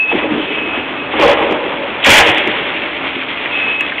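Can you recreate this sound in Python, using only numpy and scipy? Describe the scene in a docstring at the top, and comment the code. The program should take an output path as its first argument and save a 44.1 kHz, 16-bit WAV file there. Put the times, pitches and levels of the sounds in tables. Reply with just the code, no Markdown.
"""A huge hollow steel sphere booms, clangs and crashes as an excavator tears at it across a demolition yard.
Bending waves in the shell bring the treble first, then rattle round it. Steel scrapes and squeals,
loose scrap clanks, and the machine drones and clatters behind it all.
Heard through one narrow-band camera microphone, which overloads on the loudest blows."""
import sys
import numpy as np
from scipy.fft import rfft, irfft, next_fast_len
from scipy.io import wavfile
from scipy.ndimage import map_coordinates

SR = 44100
rng = np.random.default_rng(int(sys.argv[2]) if len(sys.argv) > 2 else 0)


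def digitize_waveform(pressure):
    """Quantize a signal to 16-bit integers and store it at the path in sys.argv[1].

    Rows of a 2-D input are taken as channels; values are limited to [-1, 1].
    """
    field = np.atleast_2d(pressure).T
    bounded = np.clip(field, -1, 1)
    quanta = np.round(bounded * 32767).astype(np.int16)
    wavfile.write(sys.argv[1], SR, quanta)


N = 176400

# How hard the excavator works. Each row: time in seconds, clatter level in dB, engine level in dB.
EFFORT = [(0, -25.5, -34.5), (.09, -24, -30), (.5, -24.5, -27.5), (.8, -24.5, -25), (1.1, -23.5, -25),
          (1.9, -21.5, -26.5), (2.5, -17.5, -26), (3.0, -19.5, -27), (3.5, -19.5, -26), (4, -20.5, -28)]
# Spectra of the diesel's roar and the machine's clatter. Each row: frequency in Hz, relative level in dB.
ROAR_SPECTRUM = [(20, -27.5), (55, -11), (120, -7.5), (200, -6), (280, 0), (400, 0), (580, -0.5),
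                 (750, -0.5), (1150, -2), (1700, -4.5), (3000, -20.5), (6000, -66)]
CLATTER_SPECTRUM = [(400, -27.5), (1000, -14), (1600, -6), (2100, 2.5), (2650, 2), (2950, -1.5),
                    (3400, -1.5), (5000, -8)]
# The diesel's drone. Each row: pitch in Hz, level in dB at average effort.
DRONE_LINES = [(264, -40.5), (296, -41.5), (583, -41), (1195, -48.5)]
# Loose scrap. Each row: start in seconds, peak in dB, centre pitch in Hz, seconds to fall 60 dB.
CLANKS = [(.115, -9.5, 823, 0.047), (.126, -11.5, 2620, 0.019), (.16, -12.5, 2070, .03),
          (.232, -12.5, 2340, 0.046), (.775, -15, 313, 0.072), (1.135, -12, 1011, .08),
          (1.516, -10.5, 554, .06), (2.028, -8.5, 2705, 0.064), (2.474, -9.5, 2210, .03),
          (3.164, -16, 301, 0.07), (3.225, -10, 1770, 0.045), (3.342, -22.5, 2240, 0.026),
          (3.458, -10, 2290, 0.079), (3.808, -4, 2450, 0.02), (3.864, -9, 2573, 0.044),
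          (3.921, -8.5, 1756, 0.067), (3.981, -10, 2307, 0.043)]
# Steel dragged over steel. Each row: midpoint and length in seconds, level in dB, band centre in Hz.
SCRAPES = [(0.422, 0.17, -25, 3180), (0.548, 0.15, -23, 2670), (.76, 0.33, -26, 2620),
           (3.579, 0.17, -24, 2530), (3.71, 0.1, -24, 2755)]
# The course of the squeal. Each row: time in seconds, pitch in Hz, level in dB.
SQUEAL = [(0, 2581, -11), (.05, 2570, -14.5), (.072, 2560, -22.5), (.1, 2570, -12.5), (.15, 2583, -32),
          (.24, 2570, -26), (.32, 2580, -44), (.44, 2578, -31.5), (.55, 2574, -24.5), (.78, 2571, -25),
          (.92, 2578, -42.5), (1.0, 2573, -26.5), (1.15, 2575, -41.5), (3.48, 2580, -52.5),
          (3.53, 2577, -22), (3.67, 2575, -19), (3.83, 2575, -19.5), (3.88, 2580, -35), (4, 2580, -33)]
# Blows on the sphere. Each row: start in seconds, then thump, boom, clang and crash levels in dB.
BLOWS = [(.078, -33, -15.5, -18, -21.5), (.25, -39, -18.5, -40, -48), (1.088, -39, -15.5, -22, -23),
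         (1.15, -30, -19.5, -12.5, -18.5), (1.183, -27.5, -20.5, -7.5, -15.5),
         (1.345, -41.5, -21, -18, -24), (2.016, -19, -15.5, -12, -2.5), (2.11, -27, -33, -21.5, -6),
         (2.21, -33, -22.5, -23, -15)]
# The shell's four registers. Each row: frequency in Hz, relative level in dB.
THUMP_SPECTRUM = [(12, -25), (35, -9), (70, 2), (140, -5), (220, -2), (500, -40), (2000, -88)]
BOOM_SPECTRUM = [(30, -36), (120, -17), (220, -5), (310, -0.5), (420, 1), (600, -31.5), (1200, -43.5),
                 (4000, -88)]
CLANG_SPECTRUM = [(200, -27.5), (380, -14), (460, 0), (580, 1), (700, -8), (830, -7), (1030, -4),
                  (1400, -12.5), (2500, -34.5), (6000, -86.5)]
CRASH_SPECTRUM = [(100, -52.5), (350, -11), (600, -10.5), (790, -1.5), (1000, -8), (1500, -5.5), (2000, 1),
                  (2600, 0.5), (3000, -2.5), (3400, -2.5), (4200, -11.5), (6000, -64)]
# Resonances among the shell's dense modes. 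Each row: frequency in Hz, width in Hz, relative strength in dB.
SHELL_RESONANCES = [(314, 9.3, 7), (476.6, 29, -0.5), (558.4, 18, 3.5), (610.3, 13, 4), (829, 90, 1.5),
                    (963, 4.7, 3.5)]
# The microphone's response before and after the overload. Each row: frequency in Hz, gain in dB.
MIC_ROLLOFF = [(3400, 0.5), (3650, -7), (4000, -15.5), (4350, -25), (4700, -52), (5200, -96)]
OUTPUT_COLOUR = [(4000, 0.5), (8000, -2), (11000, -0.5), (15500, -1)]


def amp(db):
    return 10 ** (np.asarray(db) / 20)


def unit(x):
    return x / np.sqrt(np.mean(x ** 2) + 1e-20)


def seconds():
    return np.arange(N) / SR


def colour(points):
    """Gain against frequency from (Hz, dB) points on a log axis."""
    f, db = np.transpose(points)
    return lambda hz: amp(np.interp(np.log(hz + 1), np.log(f + 1), db))


def curves(rows):
    """One value per sample for each column after the time."""
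    times, *columns = np.transpose(rows)
    return [np.interp(seconds(), times, column) for column in columns]


def wobble(rate):
    """A smooth random curve through rate points a second."""
    return map_coordinates(rng.standard_normal(N // 40), [seconds() * rate], mode="wrap")


def filtered(x, response):
    """x through a complex frequency response."""
    size = next_fast_len(N + SR // 2)
    return irfft(rfft(x, size) * response(np.fft.rfftfreq(size, 1 / SR)), size)[:N]


def impacts(per_s):
    """Random tiny knocks, rms 1."""
    return unit(rng.standard_normal(N) * (rng.random(N) < per_s / SR))


def tone(hz):
    """A sine of rms 1 on a pitch curve."""
    return np.sqrt(2) * np.sin(2 * np.pi * np.cumsum(hz) / SR)


def excavator():
    """Across the yard, the diesel roars and drones under the clatter of the working machine."""
    clatter_db, engine_db = curves(EFFORT)
    roar = unit(filtered(rng.standard_normal(N), colour(ROAR_SPECTRUM)))
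    roar *= amp(engine_db + 1.74 * wobble(18))
    drone = sum(tone(hz * (1 + 0.01232 * wobble(12))) * amp(db + 2.1 * wobble(8.3))
                for hz, db in DRONE_LINES)
    drone *= amp(engine_db - engine_db.mean())
    clatter = unit(filtered(impacts(per_s=5000), colour(CLATTER_SPECTRUM)))
    clatter *= amp(clatter_db + 1.1 * wobble(35))
    return roar + drone + clatter


def loose_scrap(mode_count=12, mode_spread=0.18, attack_cycles=0.51):
    """Loose pieces knock together, each ringing briefly in a cluster of modes."""
    out, t = np.zeros(N + SR), np.arange(SR // 8) / SR
    for start, peak_db, hz, t60 in CLANKS:
        modes_hz = hz * np.exp(mode_spread * rng.standard_normal((mode_count, 1)))
        phases = rng.random((mode_count, 1))
        envelope = (1 - np.exp(-t * hz / attack_cycles)) * amp(-60 * t / t60)
        ring = np.sin(2 * np.pi * (modes_hz * t + phases)).sum(0) * envelope
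        out[round(start * SR):][:len(t)] += amp(peak_db) * ring / abs(ring).max()
    return out[:N]


def steel_friction(jitter_hz=17, flutter_db=1.5, half_width_hz=740):
    """Steel drags on steel: one wavering mode squeals, and rough scrapes swell and fade."""
    hz, db = curves(SQUEAL)
    out = tone(hz + jitter_hz * wobble(90)) * amp(db + flutter_db * wobble(60))
    for midpoint, length, level_db, centre_hz in SCRAPES:
        grit = filtered(impacts(per_s=3300), lambda f: 1 / (1 + ((f - centre_hz) / half_width_hz) ** 2))
        swell = np.exp(-(2 * (seconds() - midpoint) / length) ** 2)
        out += unit(grit) * amp(level_db) * swell
    return out


def shell_response(hz, ring_db, travel_s=0.047, reference_hz=1005.4, stiff_hz=450.66):
    """The shell resonates, and its bending waves travel faster with the root of frequency."""
    ring = 1 + sum(amp(db + ring_db) * 1j * hz * width / (centre ** 2 - hz ** 2 + 1j * hz * width)
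                   for centre, width, db in SHELL_RESONANCES)
    # Below stiff_hz the curved shell is stiff and the waves stop slowing down.
    phase_lag = 4 * np.pi * travel_s * np.sqrt(reference_hz * (hz + stiff_hz))
    return ring * np.exp(-1j * phase_lag)


def shell_register(spectrum, levels_db, hold_s, early_t60, late_t60, late_db, crumple_db, ring_db):
    """Each blow sends one clean wave through the shell, and from the same instant dense echoes rattle round it."""
    echo_power, first_waves = np.zeros(N), np.zeros(N)
    for (start, *_), db in zip(BLOWS, levels_db):
        onset = round(start * SR)
        # The echoes hold while the steel buckles, drop, then linger in the hollow.
        decay_s = np.maximum(seconds()[:N - onset] - hold_s, 0)
        early = amp(db - 60 * decay_s / early_t60)
        late = amp(db + late_db - 60 * decay_s / late_t60)
        echo_power[onset:] += early ** 2 + late ** 2
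        first_waves[onset] = amp(db - 32) * np.sqrt(SR)
    rattle = unit(impacts(per_s=6000) * amp(crumple_db * wobble(35.15)))

    def response(hz):
        gain = colour(spectrum)(hz) * shell_response(hz, ring_db)
        return gain / np.sqrt(np.mean(abs(gain) ** 2))

    return filtered(first_waves + np.sqrt(echo_power) * rattle, response)


def steel_sphere():
    """The struck shell sounds in four registers, from a dull thump up to a bright crash."""
    _, thump_db, boom_db, clang_db, crash_db = np.transpose(BLOWS)
    thump = shell_register(THUMP_SPECTRUM, thump_db, hold_s=0.033, early_t60=0.14, late_t60=1.4,
                           late_db=-13, crumple_db=2.2, ring_db=-4)
    boom = shell_register(BOOM_SPECTRUM, boom_db, hold_s=0.02, early_t60=0.27, late_t60=3.45,
                          late_db=-7, crumple_db=3.9, ring_db=0)
    clang = shell_register(CLANG_SPECTRUM, clang_db, hold_s=0.026, early_t60=0.63, late_t60=2.93,
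                           late_db=-8.5, crumple_db=1.98, ring_db=2)
    crash = shell_register(CRASH_SPECTRUM, crash_db, hold_s=0.073, early_t60=0.68, late_t60=1.7,
                           late_db=-9, crumple_db=2.3, ring_db=-9)
    return thump + boom + clang + crash


def scene():
    """The yard as it reaches the microphone, in mono."""
    return (steel_sphere() + steel_friction() + loose_scrap() + excavator())[None]


def record(dry, clip_level=0.66, hardness=20, top_hz=15760):
    """The camera microphone loses the high treble and clips hard on the loudest blows."""
    narrow = filtered(dry[0], colour(MIC_ROLLOFF))
    clipped = narrow / (1 + abs(narrow / clip_level) ** hardness) ** (1 / hardness)
    return filtered(clipped, lambda hz: colour(OUTPUT_COLOUR)(hz) * (hz < top_hz))[None]


dry = scene()
out = record(dry)
digitize_waveform(out)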